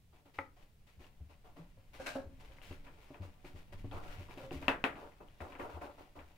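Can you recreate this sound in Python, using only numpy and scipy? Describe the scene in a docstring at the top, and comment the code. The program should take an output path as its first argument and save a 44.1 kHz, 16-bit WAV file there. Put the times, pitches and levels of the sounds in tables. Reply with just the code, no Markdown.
"""Quiet hiss and low rumble, then soft scuffs and paw steps: kittens play in a small room.
Paws thump the boards (damped low modes), knock hollow wood (mode banks) and scuff mat and rope
(snags over fluttering noise); claws tick (short clicks with damped rings).
Something light raps a wooden edge, a wand's tuft swipes the post, and a kitten skids along the mat.
Later the wand clacks twice on the floor, far louder than the claws."""
import sys
import numpy as np
from scipy import signal
from scipy.fft import rfft, irfft, next_fast_len
from scipy.io import wavfile
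from scipy.ndimage import map_coordinates

SR = 44100
rng = np.random.default_rng(int(sys.argv[2]) if len(sys.argv) > 2 else 0)


def unload_audio(sound):
    """Save the sound as a 16-bit wav file, at the path given as the first command line argument."""
    columns = np.transpose(np.atleast_2d(sound))
    # keep every value between -1 and 1, then stretch to whole-number steps
    steps = np.round(np.clip(columns, -1, 1) * 32767)
    wavfile.write(sys.argv[1], SR, steps.astype(np.int16))


N = 280917

# Events; levels are relative within each table
# Handling rumble: t/s, level/dB
RUMBLE_LEVELS = [(0.0, -72.5), (2.84, -59.5), (3.09, -70.5), (3.99, -51.5), (4.26, -58.5), (4.67, -56.5),
                 (5.14, -70), (5.29, -66), (6.37, -68)]
# Paw or flank slides on mat and rope: start/s, length/s, rub level/dB, scratch level/dB
SCUFFS = [(.125, .06, -66, -74), (.25, 0.033, -65.5, -71.5), (.335, 0.079, -68.5, -64.5),
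          (.56, .08, -68, -70), (.865, .045, -72, -67.5), (.99, 0.082, -63.5, -66),
          (1.29, 0.032, -64, -70.5), (1.44, 0.029, -58.5, -70), (1.56, 0.048, -57, -67),
          (1.93, 0.057, -59.5, -61), (2.395, 0.059, -62, -62.5), (2.48, 0.11, -68, -68.5),
          (2.617, 0.13, -65.5, -58.5), (2.84, 0.014, -62, -68), (2.98, 0.2, -65.5, -68.5),
          (3.143, 0.022, -60, -78), (3.215, 0.05, -56.5, -65), (3.33, 0.091, -76, -82),
          (3.444, 0.039, -59.5, -61), (3.55, 0.049, -61, -63), (3.722, 0.014, -56.5, -60),
          (3.77, 0.051, -72, -66.5), (3.915, .11, -49, -62), (4.03, 0.25, -56.5, -58.5),
          (4.29, 0.081, -59.5, -62.5), (4.372, 0.085, -57, -59), (4.51, 0.066, -56.5, -55.5),
          (4.612, 0.049, -51, -59), (4.96, 0.11, -50, -67), (5.2, 0.019, -54, -82),
          (5.4, 0.068, -46.5, -64), (5.475, 0.062, -55, -67), (5.585, 0.067, -43, -62),
          (5.69, 0.1, -48.5, -64), (5.81, 0.052, -44.5, -60.5), (5.975, 0.047, -53.5, -64.5),
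          (6.15, 0.05, -53.5, -67)]
# Firm paw steps: t/s, level/dB
STEPS = [(0.137, -63), (0.259, -53), (1.002, -48), (1.204, -55), (1.576, -47), (2.26, -49), (2.709, -38),
         (3.105, -40), (3.207, -44.5), (3.445, -41.5), (3.548, -47.5), (3.724, -44), (3.844, -35.5),
         (3.97, -40), (4.209, -46.5), (4.374, -38), (4.514, -30.5), (4.539, -34.5)]
# Soft landings on the floor: t/s, level/dB, board mode f/Hz
THUMPS = [(0.382, -46, 83), (0.978, -47, 80), (1.208, -39.5, 76), (1.59, -47, 167), (1.771, -52, 98),
          (1.991, -47, 74), (2.261, -44, 78.6), (2.474, -50, 54.4), (2.7, -41.5, 89), (3.202, -34.5, 89),
          (3.539, -44, 85), (3.735, -41, 97.6), (3.837, -37, 100.7), (3.941, -37, 88.5), (4.184, -37, 90.3),
          (4.434, -46.5, 131), (4.559, -36.5, 75.7), (4.667, -47, 69.6), (5.409, -40, 77), (5.624, -47, 93),
          (5.742, -40, 77), (6.172, -46, 75)]
# Light raps on a wooden edge: t/s, level/dB
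RAPS = [(.3855, -38.5), (.3882, -22.5)]
# Hard contacts of wand and claws: t/s, level/dB, ring f/Hz, lingering part level/dB
CLACKS = [(1.044, -36, 2780, -19), (2.520, -39.5, 3020, 3.5), (2.585, -33.5, 2060, 4),
          (2.617, -30.5, 2830, -7), (2.712, -32, 2770, 9.5), (2.866, -36.5, 2300, 14),
          (3.144, -31.5, 2400, 7), (3.449, -32, 2270, 7.5), (3.727, -33, 2660, 6), (3.913, -30, 3320, 9),
          (4.287, -33.5, 1200, 11.5), (4.31, -29, 2470, 3), (4.376, -31, 2630, 9),
          (4.5091, -24.5, 2690, -2), (4.626, -25.5, 2430, 9), (4.682, 2.5, 2630, 3), (4.8408, -1, 2540, 4),
          (4.956, -28.5, 2250, 8.5), (5.120, -41.5, 1970, 11), (5.205, -39.5, 1070, 16.5),
          (5.285, -39.5, 2980, -2), (5.405, -24.5, 1880, 10), (5.523, -27.5, 2460, 7),
          (5.552, -28, 2320, 8.5), (5.598, -25.5, 2110, 14.5), (5.813, -35.5, 1860, 16),
          (6.191, -30.5, 2340, 8.5)]
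# Blows on hollow wood: t/s, level/dB
KNOCKS = [(1.772, -59.5), (1.998, -36.5), (2.067, -43.5), (2.155, -30), (2.198, -46), (2.502, -55),
          (4.402, -42), (4.435, -43.5)]
# Wand's tuft meets the post: start/s, length/s, level/dB
SWIPES = [(1.985, 0.13, -54.5), (2.058, 0.031, -39.5), (2.14, 0.026, -51.5)]
# Kitten skids along the mat: start/s, length/s, level/dB
SKIDS = [(3.95, 0.033, -53.5), (4.045, .09, -61)]

# Nominal modes of the floor boards: f/Hz, relative level/dB, t60/s
BOARD_MODES = [(160.5, -0.5, 0.075), (280.3, 2.5, 0.14), (348, 6.5, 0.051), (448, -4.5, 0.086),
               (588, -4, 0.13), (733, -2, .035)]
# Nominal modes of the wooden edge: f/Hz, relative level/dB, t60/s
EDGE_MODES = [(510, -19, 0.18), (548, -6, 0.11), (872, -2.5, 0.085), (1010, 11.5, 0.012),
              (1267, 12.5, 0.016), (1600, -7, 0.041), (1965, 10, 0.013), (2170, -5.5, 0.05)]
# Nominal modes of the wand's stick: f/Hz, relative level/dB, t60/s
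STICK_MODES = [(961, 17, 0.18), (1340, -10.5, 0.12), (1810, -25, .12), (2160, -14, 0.051),
               (2606, 14.5, 0.16), (3040, -9, 0.12), (3140, -25, 0.066)]
# Nominal modes of the hollow wood: f/Hz, relative level/dB, t60/s
HOLLOW_MODES = [(266.8, -3.5, .2), (396, -11, 0.17), (541.6, 6, 0.13), (606, -5, 0.1), (755, -4.5, 0.07),
                (904, -9.5, 0.086), (1490, -16, 0.075), (1650, -12, 0.07)]

# Background hiss spectrum: f/Hz, relative level/dB
HISS_SPECTRUM = [(12, -50), (20, -7.5), (70, -5), (101, -8.5), (219, -15.5), (274, -24.5), (452, -23.5),
                 (581, -28.5), (1500, -33.5), (2610, -32), (6910, -39), (14300, -39.5), (15500, -36.5)]
# Dull rub on the mat, spectrum: f/Hz, relative level/dB
RUB_SPECTRUM = [(120, -10.5), (225, -14.5), (280, 3.5), (420, -6.5), (650, -1), (980, -4.5), (1400, -9.5),
                (2000, -31), (2800, -29), (3800, -56), (8000, -44)]
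# Claws and rope fibres, spectrum: f/Hz, relative level/dB
SCRATCH_SPECTRUM = [(500, -17), (1300, -6.5), (2100, -0.5), (2700, -1.5), (3600, -6.5), (5500, -12.5),
                    (9000, -18), (15000, -19)]
# Snap of a caught rope strand, spectrum: f/Hz, relative level/dB
CATCH_SPECTRUM = [(400, -10), (1200, -2.5), (2500, 2), (4000, -9), (12000, -24.5)]
# Click of a hard contact with a 2650 Hz ring, spectrum: f/Hz, relative level/dB
CLICK_SPECTRUM = [(60, -17), (200, -12), (400, -4), (650, 1.5), (950, -0.5), (1500, -2), (2000, -3.5),
                  (2800, -7.5), (3450, -11.5), (4300, -21.5), (6500, -33), (15000, -38)]
# Tuft on the post, spectrum: f/Hz, relative level/dB
SWISH_SPECTRUM = [(180, -44), (300, -8), (404, -16), (590, -2), (863, -6), (1350, -8.5), (1620, 1),
                  (1750, -12), (2740, -9), (3400, -17.5), (3870, -14.5), (13100, -29.5), (15500, -36)]

# Room decay: f/Hz, t60/s
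ROOM_DECAY = [(100, 0.72), (280, 0.42), (600, 0.22), (1400, 0.28), (3700, 0.18), (10000, 0.23)]
# Diffuse field: f/Hz, left-right correlation
CORRELATION = [(100, 0.9), (300, 0.91), (640, 0.7), (1200, 0.09), (3000, 0.25), (12000, 0.037)]
# Stereo lean of the play: f/Hz, left minus right level/dB
LEAN = [(100, 3), (300, 0), (700, 1), (1300, 1), (2400, 7), (3300, 5), (4500, 2), (8000, -3), (15000, 0.5)]

T = np.arange(SR // 3) / SR  # time within one blow or stroke, s
TIME_S = np.arange(N) / SR
TOP_HZ = 15750

# Strokes
GRIP_S, EASE_DB_PER_S, RELEASE_DB_PER_S = 0.011, 24, 217
ARCH_DB_PER_S = 20.5  # mid-stroke swell per second of stroke length
# Faint shuffling between strokes
FIDGET_RUB_DB, FIDGET_SCRATCH_DB, FIDGET_SWING_DB, FIDGET_GROWTH_S = -73, -75, 1.5, 2.9
CATCHES_PER_S, CATCH_DB = 45, -6.5
SKID_FROM_HZ, SKID_TO_HZ, SKID_RISE_S = 1100, 1545, 0.13


def amp(db):
    """Decibels to gain."""
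    return 10 ** (np.asarray(db) / 20)


def unit(x):
    """Scale to rms 1."""
    return x / np.sqrt(np.mean(x ** 2) + 1e-20)


def along(points, hz):
    """Interpolate (f/Hz, value) points on a log frequency axis."""
    f, v = np.transpose(points)
    return np.interp(np.log(hz + 1), np.log(f + 1), v)


def wobble(knots_per_s):
    """Smooth random curve through normally distributed knots."""
    steps = np.linspace(0, N * knots_per_s / SR, N // 20)
    knots = rng.standard_normal(int(N * knots_per_s / SR) + 4)
    curve = map_coordinates(knots, [steps])
    return np.interp(np.arange(N) * knots_per_s / SR, steps, curve)


def filtered(x, response):
    """Apply a gain given as a function of frequency."""
    n = x.shape[-1]
    m = next_fast_len(n + SR // 10)
    return irfft(rfft(x, m) * response(np.fft.rfftfreq(m, 1 / SR)), m)[..., :n]


def spread(pair, colour=lambda hz: 1):
    """Turn two unrelated signals into a diffuse stereo field, most alike in the bass."""
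    def mid_side_gain(hz):
        alike = np.clip(along(CORRELATION, hz), -1, 1)
        return colour(hz) * np.sqrt([(1 + alike) / 2, (1 - alike) / 2])
    mid, side = filtered(pair, mid_side_gain)
    return np.array([mid + side, mid - side])


def coloured(pair, spectrum):
    """Diffuse stereo sound of rms 1 with the given spectrum."""
    return unit(spread(pair, lambda hz: amp(along(spectrum, hz))))


def add(track, s, sound):
    """Mix a sound into the track at time s."""
    part = track[:, max(round(s * SR), 0):][:, :len(T)]
    part += sound[..., :part.shape[1]]


def ring(hz, t60):
    """One mode: a sine with exponential decay."""
    return np.sin(2 * np.pi * hz * T) * amp(-60 * T / t60)


def pulse(spectrum, stretch):
    """Minimum-phase pulse of energy 1, its spectrum stretched in frequency."""
    n = len(T)
    gain = amp(along(spectrum, np.fft.rfftfreq(n, 1 / SR) / stretch))
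    cepstrum = irfft(np.log(gain), n)
    # Fold the cepstrum to its causal half
    cepstrum[1:n // 2] *= 2
    cepstrum[n // 2 + 1:] = 0
    x = irfft(np.exp(rfft(cepstrum)), n)
    return x / np.linalg.norm(x)


def in_room(x, wet_db):
    """Room's diffuse answer to one blow: noise decaying at a rate set per frequency."""
    hz, t, z = signal.stft(rng.standard_normal((2, len(T))), SR, nperseg=256)
    decay = amp(-60 * t / along(ROOM_DECAY, hz)[:, None])
    tail = signal.istft(z * decay, SR, nperseg=256)[1][:, :len(T)]
    tail = spread(tail) * (1 - np.exp(-T / 0.0013))
    tail /= np.linalg.norm(tail[0])
    return amp(wet_db) * signal.fftconvolve(x[None], tail, axes=1)[:, :len(T)]


def early_walls(pair):
    """Floor, post and skirting return quick copies that comb the sound."""
    delay_s = rng.uniform(.002, .022, size=(2, 9))
    strength = rng.standard_normal(size=(2, 9))
    echoes = np.zeros((2, SR // 40))
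    delay_samples = np.minimum(delay_s * SR, SR // 40 - 1).astype(int)
    np.put_along_axis(echoes, delay_samples, 0.36 * strength, axis=1)
    echoes[:, 0] = 1  # direct sound
    echoes /= np.linalg.norm(echoes, axis=1, keepdims=True)
    return signal.oaconvolve(pair, echoes, axes=1)[:, :N]


def strokes(rows, grip_s, release_db_per_s):
    """Gain curve per level column: each stroke grips, swells, eases off and releases."""
    power = np.zeros((len(rows[0]) - 2, N))
    for s, length_s, *levels_db in rows:
        grip = np.sin(np.pi / 2 * np.minimum(T / grip_s, 1))
        arch = np.sin(np.pi * np.minimum(T / length_s, 1)) - 2 / np.pi
        arch_db = ARCH_DB_PER_S * length_s * arch
        ease_db = EASE_DB_PER_S * np.minimum(T, length_s)
        release_db = release_db_per_s * np.maximum(T - length_s, 0)
        envelope = grip * amp(arch_db - ease_db - release_db)
        add(power, s, np.outer(amp(levels_db), envelope) ** 2)
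    return np.sqrt(power)


def friction(spectrum, snags_per_s, grain_db, flutter_db):
    """Fibres catch and slip: uneven single snags over a fluttering rush."""
    snags = (rng.random(N) < snags_per_s / SR) * rng.standard_normal((2, N))
    rush = rng.standard_normal((2, N)) * amp(flutter_db * wobble(70))
    return coloured(early_walls(rush) + amp(grain_db) * unit(snags), spectrum)


def blows(events, modes, contact_s, pad_db, wet_db, level_db):
    """Struck wood: modes ring at slightly varied strength and pitch, with a puff from the contact."""
    out = np.zeros((2, N))
    for s, db in events:
        strength_db = rng.normal(0, 1.5, len(modes))
        detune = rng.normal(1, .005, len(modes))
        wood = sum(amp(level + d) * ring(hz * k, t60)
                   for (hz, level, t60), d, k in zip(modes, strength_db, detune))
        puff = unit(filtered(rng.standard_normal(len(T)), lambda hz: amp(along(RUB_SPECTRUM, hz))))
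        puff *= amp(-60 * T / 0.088)
        blow = (wood + amp(pad_db) * puff) * (1 - np.exp(-T / contact_s))
        heard = blow + in_room(blow, wet_db)
        add(out, s, amp(db + level_db) * heard / np.abs(heard).max())
    return out


def background():
    """Steady room hiss, and low handling rumble that swells and sinks."""
    hiss = amp(-68.0) * coloured(rng.standard_normal((2, N)), HISS_SPECTRUM)
    rumble_spectrum = [(10, 2.0), (28, 1.5), (55, -14), (110, -11), (200, -21.0), (400, -47.5),
                       (1000, -73.0)]  # f/Hz, relative level/dB
    rumble = coloured(rng.standard_normal((2, N)), rumble_spectrum)
    rumble_db = np.interp(TIME_S, *np.transpose(RUMBLE_LEVELS))
    return hiss + amp(rumble_db + 5.0) * rumble


def scuffs():
    """Paws rub dully on the mat; claws and rope fibres scratch above, at times catching a strand."""
    rub, scratch = strokes(SCUFFS, GRIP_S, RELEASE_DB_PER_S)
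    growth = np.minimum(TIME_S / FIDGET_GROWTH_S, 1)  # play warms up
    fidget = amp(FIDGET_SWING_DB * wobble(16)) * growth
    mat = friction(RUB_SPECTRUM, snags_per_s=300, grain_db=-5, flutter_db=2)
    rope = friction(SCRATCH_SPECTRUM, snags_per_s=300, grain_db=-5.5, flutter_db=1.6)
    catches = (rng.random(N) < CATCHES_PER_S / SR) * rng.uniform(.3, 1, (2, N))
    rope = rope + amp(CATCH_DB) * coloured(early_walls(catches), CATCH_SPECTRUM)
    rubbing = np.hypot(amp(-1) * rub, amp(FIDGET_RUB_DB) * fidget) * mat
    scratching = np.hypot(amp(-1.0) * scratch, amp(FIDGET_SCRATCH_DB) * fidget) * rope
    return rubbing + scratching


def steps():
    """Firm paw steps excite the modes of the floor boards."""
    return blows(STEPS, BOARD_MODES, contact_s=0.00082, pad_db=-10.5, wet_db=-6.0, level_db=-2.5)


def thumps():
    """A soft landing swells the floor's low mode over a few cycles, with a weaker overtone."""
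    out = np.zeros((2, N))
    for s, db, hz in THUMPS:
        modes = ring(hz, t60=0.11) + amp(-11.5) * ring(2.1 * hz, t60=0.087)
        push = modes * (1 - np.exp(-(T / 0.023) ** 2))
        push /= np.abs(push).max()
        heard = push + in_room(push, wet_db=-11)
        add(out, s - .008, amp(db - 2.5) * heard)  # swell starts ahead of the table time
    return out


def raps():
    """Light raps ring the edge's short modes, slightly louder on the left."""
    wood = blows(RAPS, EDGE_MODES, contact_s=0.00044, pad_db=-12.0, wet_db=-7, level_db=-2.0)
    return wood * amp([[1], [-1]])  # left, right/dB


def clacks():
    """A hard contact clicks and rings the stick; the board hums and the walls answer."""
    out = np.zeros((2, N))
    lowpass = signal.butter(6, 3800, fs=SR, output="sos")
    for s, db, ring_hz, linger_db in CLACKS:
        click = pulse(CLICK_SPECTRUM, ring_hz / 2650)
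        crack = signal.sosfilt(lowpass, click)
        # Short first ring, a few samples late, beams to the left
        beam = np.roll(ring(ring_hz, t60=0.011), SR // 7000) * amp([[2], [-8]])
        stick = sum(amp(level - 55 + rng.normal(0, 2.4, (2, 1))) * ring(hz * rng.normal(1, 0.0072), t60)
                    for hz, level, t60 in STICK_MODES)
        board = amp(-29.5) * ring(hz=274.4, t60=0.15)
        lingering = stick + board + in_room(click, wet_db=1.0)
        contact = amp(-2.5) * crack + amp(-12.0) * beam
        add(out, s, -amp(db - 6) * (contact + amp(linger_db) * lingering))
    return out


def knocks():
    """Blows on hollow wood excite its modes."""
    return blows(KNOCKS, HOLLOW_MODES, contact_s=0.00086, pad_db=-2, wet_db=-0.5, level_db=0.0)


def swipe():
    """The wand's tuft brushes the post: dense snags over a bright rush."""
    tuft = friction(SWISH_SPECTRUM, snags_per_s=900, grain_db=-4.5, flutter_db=2.2)
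    return strokes(SWIPES, grip_s=0.014, release_db_per_s=239) * tuft


def skid():
    """A kitten slides: a narrow noise band rises in pitch and levels off."""
    since_s = np.maximum(TIME_S - SKIDS[0][0], 0)
    centre_hz = SKID_TO_HZ + (SKID_FROM_HZ - SKID_TO_HZ) * np.exp(-since_s / SKID_RISE_S)
    phase = 2 * np.pi * np.cumsum(centre_hz) / SR
    band = filtered(rng.standard_normal((2, N)), lambda hz: 1 / (1 + (hz / 210) ** 3))
    return strokes(SKIDS, GRIP_S, RELEASE_DB_PER_S) * unit(spread(band * np.cos(phase)))


def scene():
    """All the play, leaning left mostly in the upper middle range, over the background."""
    play = scuffs() + steps() + thumps() + raps() + clacks() + knocks() + swipe() + skid()
    leaning = filtered(play, lambda hz: amp(np.outer([.5, -.5], along(LEAN, hz))))
    return leaning + background()


def record(dry):
    """Band limit: steep roll-off above TOP_HZ."""
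    return filtered(dry, lambda hz: amp(-60 * np.clip((hz - TOP_HZ) / 500, 0, 2)))


dry = scene()
out = record(dry)
unload_audio(out)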